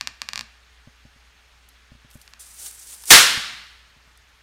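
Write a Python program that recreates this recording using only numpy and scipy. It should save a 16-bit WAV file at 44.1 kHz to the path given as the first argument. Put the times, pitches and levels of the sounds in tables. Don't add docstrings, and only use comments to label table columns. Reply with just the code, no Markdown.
import sys
import numpy as np
from scipy import signal
from scipy.io import wavfile

SR = 44100
rng = np.random.default_rng(int(sys.argv[2]) if len(sys.argv) > 2 else 0)


def how_loud(loudness_db):
    steps = np.asarray(loudness_db, float) / 20
    return 10 ** steps


def to_wav(s):
    ch = np.atleast_2d(s).T
    pcm = np.round(np.clip(ch, -1, 1) * 32767)
    wavfile.write(sys.argv[1], SR, pcm.astype(np.int16))


N = 195186

# (f/Hz, level/dB per Hz, relative)
AIR_SPECTRUM = [(15, -41), (25, -9), (69, -7.5), (113, -15.5), (378, -23.5), (432, -22), (494, -23),
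                (846, -17.5), (942, -18), (1490, -13.5), (2920, -16), (5870, -23.5), (6530, -27),
                (7080, -28), (15400, -41)]
AIR_DB, WHINE_DB = -57, -78
# (f/Hz, mean level/dB rms)
HUM_TONES = [(59.8, -59), (432, -79.5), (829, -82.5)]
# (t/s, drive level/dB)
SLIP_EVENTS = [(.0110, -11), (0.0735, -10.5), (0.2181, -12), (0.2887, -14.5), (0.334, -14), (0.3582, -14),
               (.3772, -15), (0.393, -16), (0.41, -16.7), (2.2779, -32.5), (2.3365, -28.5)]
REVERSE_S = 1.0
# (f/Hz, relative level/dB, T60/s)
SKIN_MODES = [(1175, -13.5, 0.017), (1833, -13.5, 0.012), (2457, -17.5, 0.012), (2820, -14, 0.0118),
              (3464, -31.5, 0.028), (4800, -6, 0.0027), (5730, -12, 0.0045), (7360, -5, 0.0014),
              (9130, -11, 0.0054), (11100, -23.5, .003), (12400, -3.5, 0.0016), (14200, -11.5, .004)]
# (f/Hz, level/dB, T60/s)
HOLLOW_MODES = [(134, -60.5, 0.043), (219, -60, 0.091)]
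# (f/Hz, T60/s)
ROOM_DECAY = [(60, .5), (170, 0.96), (400, 0.55), (1400, 0.86), (4000, 0.84), (6000, 0.63), (8500, 0.53),
              (13000, 0.45)]
# (f/Hz, relative level/dB)
WALL_COLOUR = [(200, 0), (500, 0), (900, -8), (1800, -5), (4000, -10.5), (12000, -11.0)]
# (t/s, drive level/dB)
KNOCK_EVENTS = [(0.876, -41), (1.0548, -43.5), (1.1635, -53.5), (1.921, -42.5), (1.9537, -47.5),
                (2.05, -47), (2.1572, -39), (3.3768, -32.5), (3.5343, -49.5), (3.9682, -54),
                (4.0775, -55.5)]
# (f/Hz, relative level/dB, T60/s)
DESK_MODES = [(87, -19, 0.024), (136, 3, 0.043), (234, 1, 0.05), (590, 0, 0.028)]
# (t/s, peak level/dB, T60/s, lowest f/Hz)
CRACKLE_EVENTS = [(1.688, -42, .03, 6500), (2.1035, -45, .015, 7000), (2.1112, -40, .05, 2500),
                  (2.140, -44, .02, 6000), (2.147, -42, .02, 6000), (2.173, -42, .02, 4000),
                  (2.2143, -37, .05, 4000), (2.797, -33, .02, 5000), (3.022, -32.5, .015, 4000),
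                  (3.037, -25.5, .03, 800), (3.056, -23.5, .006, 4500), (3.0587, -27.5, .008, 4000),
                  (4.175, -40.5, 0.006, 4000)]
RUB_START_S, RUB_PEAK_S, RUB_END_S, RUB_DB, RUB_GRAINS_PER_S = 2.07, 2.15, 2.45, -63, 1500
# (t/s, level/dB)
LEAK_LEVEL = [(2.42, -44), (2.45, -49.5), (2.57, -48), (2.6, -41), (2.645, -39), (2.668, -33), (2.705, -46),
              (2.86, -46), (2.94, -38), (2.965, -48), (3.04, -50)]
NICK_S, NICK_OPENS_S = 2.392, .006
RIP_S, RIP_DB, RIP_STARTS_DB_PER_S, RIP_GROWS_DB_PER_S = 3.081, -28, 850, 170
# (f/Hz, relative level/dB per Hz)
JET_SPECTRUM = [(120, -54), (200, -24), (564, -19.5), (676, -28), (811, -16.5), (1190, -25.5), (1330, -14),
                (1770, -20), (3480, -13), (3880, -11.5), (8630, -3.5), (15400, -15.5)]
BANG_S, BANG_DB, TEAR_S = 3.1047, 22.5, 0.0064
# (f/Hz, relative level/dB per Hz)
BANG_COLOUR = [(35, -42.5), (60, -23), (312, -14), (412, -11), (828, -10.5), (997, -8.5), (1380, -2),
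               (2100, -2), (2470, -3.5), (3330, -2), (8840, -6), (15400, -17)]
BAND_EDGES = 22 * 2 ** np.arange(0, 9.9, 1 / 3)
CLIP_TOP = 1.0


def rms_one(x):
    return x / np.sqrt(np.mean(x ** 2) + 1e-20)


def at_hz(points, hz):
    table_hz, values = np.array(points).T[:2]
    return np.interp(np.log(hz), np.log(table_hz), values)


def bandpass(x, order, low_hz, high_hz):
    return signal.sosfilt(signal.butter(order, [low_hz, high_hz], "band", fs=SR, output="sos"), x)


def drift(rate_hz):
    decimation, settle = 40, 2000
    r = np.exp(-2 * np.pi * rate_hz * decimation / SR)
    white = rng.standard_normal(N // decimation + settle + 2)
    slow = rms_one(signal.lfilter([1], [1, -2 * r, r * r], white)[settle:])
    return np.interp(np.arange(N) / decimation, np.arange(len(slow)), slow)


def bands(size):
    white = rng.standard_normal((2, size))
    for k, (low, high) in enumerate(zip(BAND_EDGES, BAND_EDGES[1:])):
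        yield np.sqrt(low * high), bandpass(white[k % 2], 2, low, high)


def coloured(spectrum, patchy_db):
    total = np.zeros(N)
    for hz, band in bands(N):
        total += how_loud(at_hz(spectrum, hz) + patchy_db * drift(22)) * band
    return rms_one(total)


def resonance(x, hz, width_hz):
    r = np.exp(-np.pi * width_hz / SR)
    return rms_one(signal.lfilter([1, 0, -1], [1, -2 * r * np.cos(2 * np.pi * hz / SR), r * r], x))


def clicks(times, heights):
    out = np.zeros(N)
    out[np.round(np.asarray(times) * SR).astype(int)] = heights
    return out


def ring(push, modes):
    out = 0
    for hz, level_db, t60 in modes:
        r, w = how_loud(-60 / (t60 * SR)), 2 * np.pi * hz / SR
        mode = signal.lfilter([0, how_loud(level_db) * np.sin(w)], [1, -2 * r * np.cos(w), r * r], push + 1e-18)
        out = out + mode
    return out


def background():
    t = np.arange(N) / SR
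    tones = np.zeros(N)
    for hz, db in HUM_TONES:
        tones += np.sqrt(2) * how_loud(db + 1.3 * drift(4.4)) * np.sin(2 * np.pi * hz * t)
    whine = resonance(resonance(rng.standard_normal(N), 6400, 200), 6400, 200)
    return how_loud(AIR_DB) * coloured(AIR_SPECTRUM, patchy_db=1.3) + tones + how_loud(WHINE_DB) * whine


def creak():
    s, drive_db = np.transpose(SLIP_EVENTS)
    way = np.where(s < REVERSE_S, 1, -1)
    ms = np.arange(-12, 13) / SR * 1000
    push = 0.66 * np.exp(-((ms + .04) / .045) ** 2)
    recoil = np.exp(-((ms - .05) / 0.032) ** 2)
    spread_db = 1.7 * rng.standard_normal((len(s), len(SKIN_MODES)))
    rings = np.zeros(N)
    for k, mode in enumerate(SKIN_MODES):
        rings += ring(clicks(s, way * how_loud(drive_db + spread_db[:, k])), [mode])
    direct = clicks(s, way * how_loud(drive_db))
    out = np.convolve(how_loud(0.5) * direct + how_loud(-8.5) * rings, push - recoil, "same")
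    return signal.sosfilt(signal.butter(2, 780, "high", fs=SR, output="sos"), out)


def hollow_shudder():
    s, drive_db = np.transpose(SLIP_EVENTS)
    t = np.arange(4000) / SR
    swell = t / 0.0084 * np.exp(-t / 0.011)
    envelope = np.convolve(clicks(s, how_loud(drive_db)), swell)[:N]
    return ring(envelope * rng.standard_normal(N), HOLLOW_MODES)


def room(x, colour, build_s, early_db, early_s):
    t = np.arange(int(1.3 * SR)) / SR
    late = how_loud(-37 - 60 * t / 1.6)
    tail = np.zeros(len(t))
    for hz, band in bands(len(t)):
        decay = how_loud(-60 * t / at_hz(ROOM_DECAY, hz)) + late
        tail += how_loud(at_hz(colour, hz)) * decay * band
    tail *= (1 - np.exp(-t / build_s)) * how_loud(early_db * np.exp(-t / early_s))
    return signal.fftconvolve(x, tail / np.sqrt(np.sum(tail ** 2)))[:N]


def desk_knocks():
    s, drive_db = np.transpose(KNOCK_EVENTS)
    contact = signal.windows.hann(80)
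    push = np.convolve(clicks(s - .003, -how_loud(drive_db)), contact / contact.sum())[:N]
    return ring(push, DESK_MODES)


def crackles():
    out, t = np.zeros(N), np.arange(2600) / SR
    for s, peak_db, t60, low_hz in CRACKLE_EVENTS:
        noise = rng.standard_normal(len(t)) * how_loud(-60 * t / t60)
        burst = bandpass(noise, 3, low_hz, 13500)
        at = round(s * SR)
        out[at:at + len(t)] += how_loud(peak_db) * burst[:N - at] / np.abs(burst).max()
    return out


def rub():
    stroke = np.interp(np.arange(N) / SR, [RUB_START_S, RUB_PEAK_S, RUB_END_S], [0, 1, 0])
    grains = (rng.random(N) < RUB_GRAINS_PER_S / SR) * rng.standard_normal(N)
    grains = grains + .1 * rng.standard_normal(N)
    return how_loud(RUB_DB + 3.0 * drift(30)) * stroke * resonance(grains, 9000, 6000)


def leak():
    t, (s, level_db) = np.arange(N) / SR, np.transpose(LEAK_LEVEL)
    since_rip = t - RIP_S
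    rip_db = RIP_DB + np.minimum(RIP_STARTS_DB_PER_S * since_rip, RIP_GROWS_DB_PER_S * since_rip)
    opened = np.clip((t - NICK_S) / NICK_OPENS_S, 0, 1) * (t < BANG_S)
    flow = opened * np.hypot(how_loud(np.interp(t, s, level_db)), how_loud(np.clip(rip_db, -150, 0)))
    whistle = resonance(resonance(rng.standard_normal(N), 9000, 1500), 9000, 1500)
    flutter = how_loud(1.5 * drift(60))
    return flow * flutter * (coloured(JET_SPECTRUM, patchy_db=1.0) + how_loud(-6.5) * whistle)


def bang():
    t = np.clip(np.arange(N) / SR - BANG_S, 0, 1)
    tear = rng.standard_normal(N) * (t > 0) * np.exp(-t / TEAR_S)
    direct = bandpass(tear / np.sqrt(np.sum(tear ** 2)), 2, 300, 11000)
    front = clicks([BANG_S], 0.84)
    diffuse = room(front, BANG_COLOUR, build_s=0.0055, early_db=11.5, early_s=0.078)
    return how_loud(BANG_DB) * (direct + how_loud(14.5) * diffuse)


def overload(x):
    knee = 8.0
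    return x / (1 + np.abs(x / CLIP_TOP) ** knee) ** (1 / knee)


def puff():
    t = np.clip(np.arange(N) / SR - BANG_S, 0, 2)
    low = bandpass(rng.standard_normal(N), 3, 14, 45)
    return how_loud(-34.5 - 60 * t / .5) * (1 - np.exp(-t / .005)) * rms_one(low)


def scene():
    near = creak() + crackles() + rub() + leak()
    echo = how_loud(-13.5) * room(near, WALL_COLOUR, build_s=.003, early_db=13, early_s=0.045)
    desk = desk_knocks() + hollow_shudder()
    return (near + echo + desk + bang() + background())[None]


def low_pass(x):
    return signal.sosfilt(signal.butter(12, 15590, fs=SR, output="sos"), x)


def record(dry):
    mix = overload(dry) + puff()
    return low_pass(mix)


dry = scene()
out = record(dry)
to_wav(out)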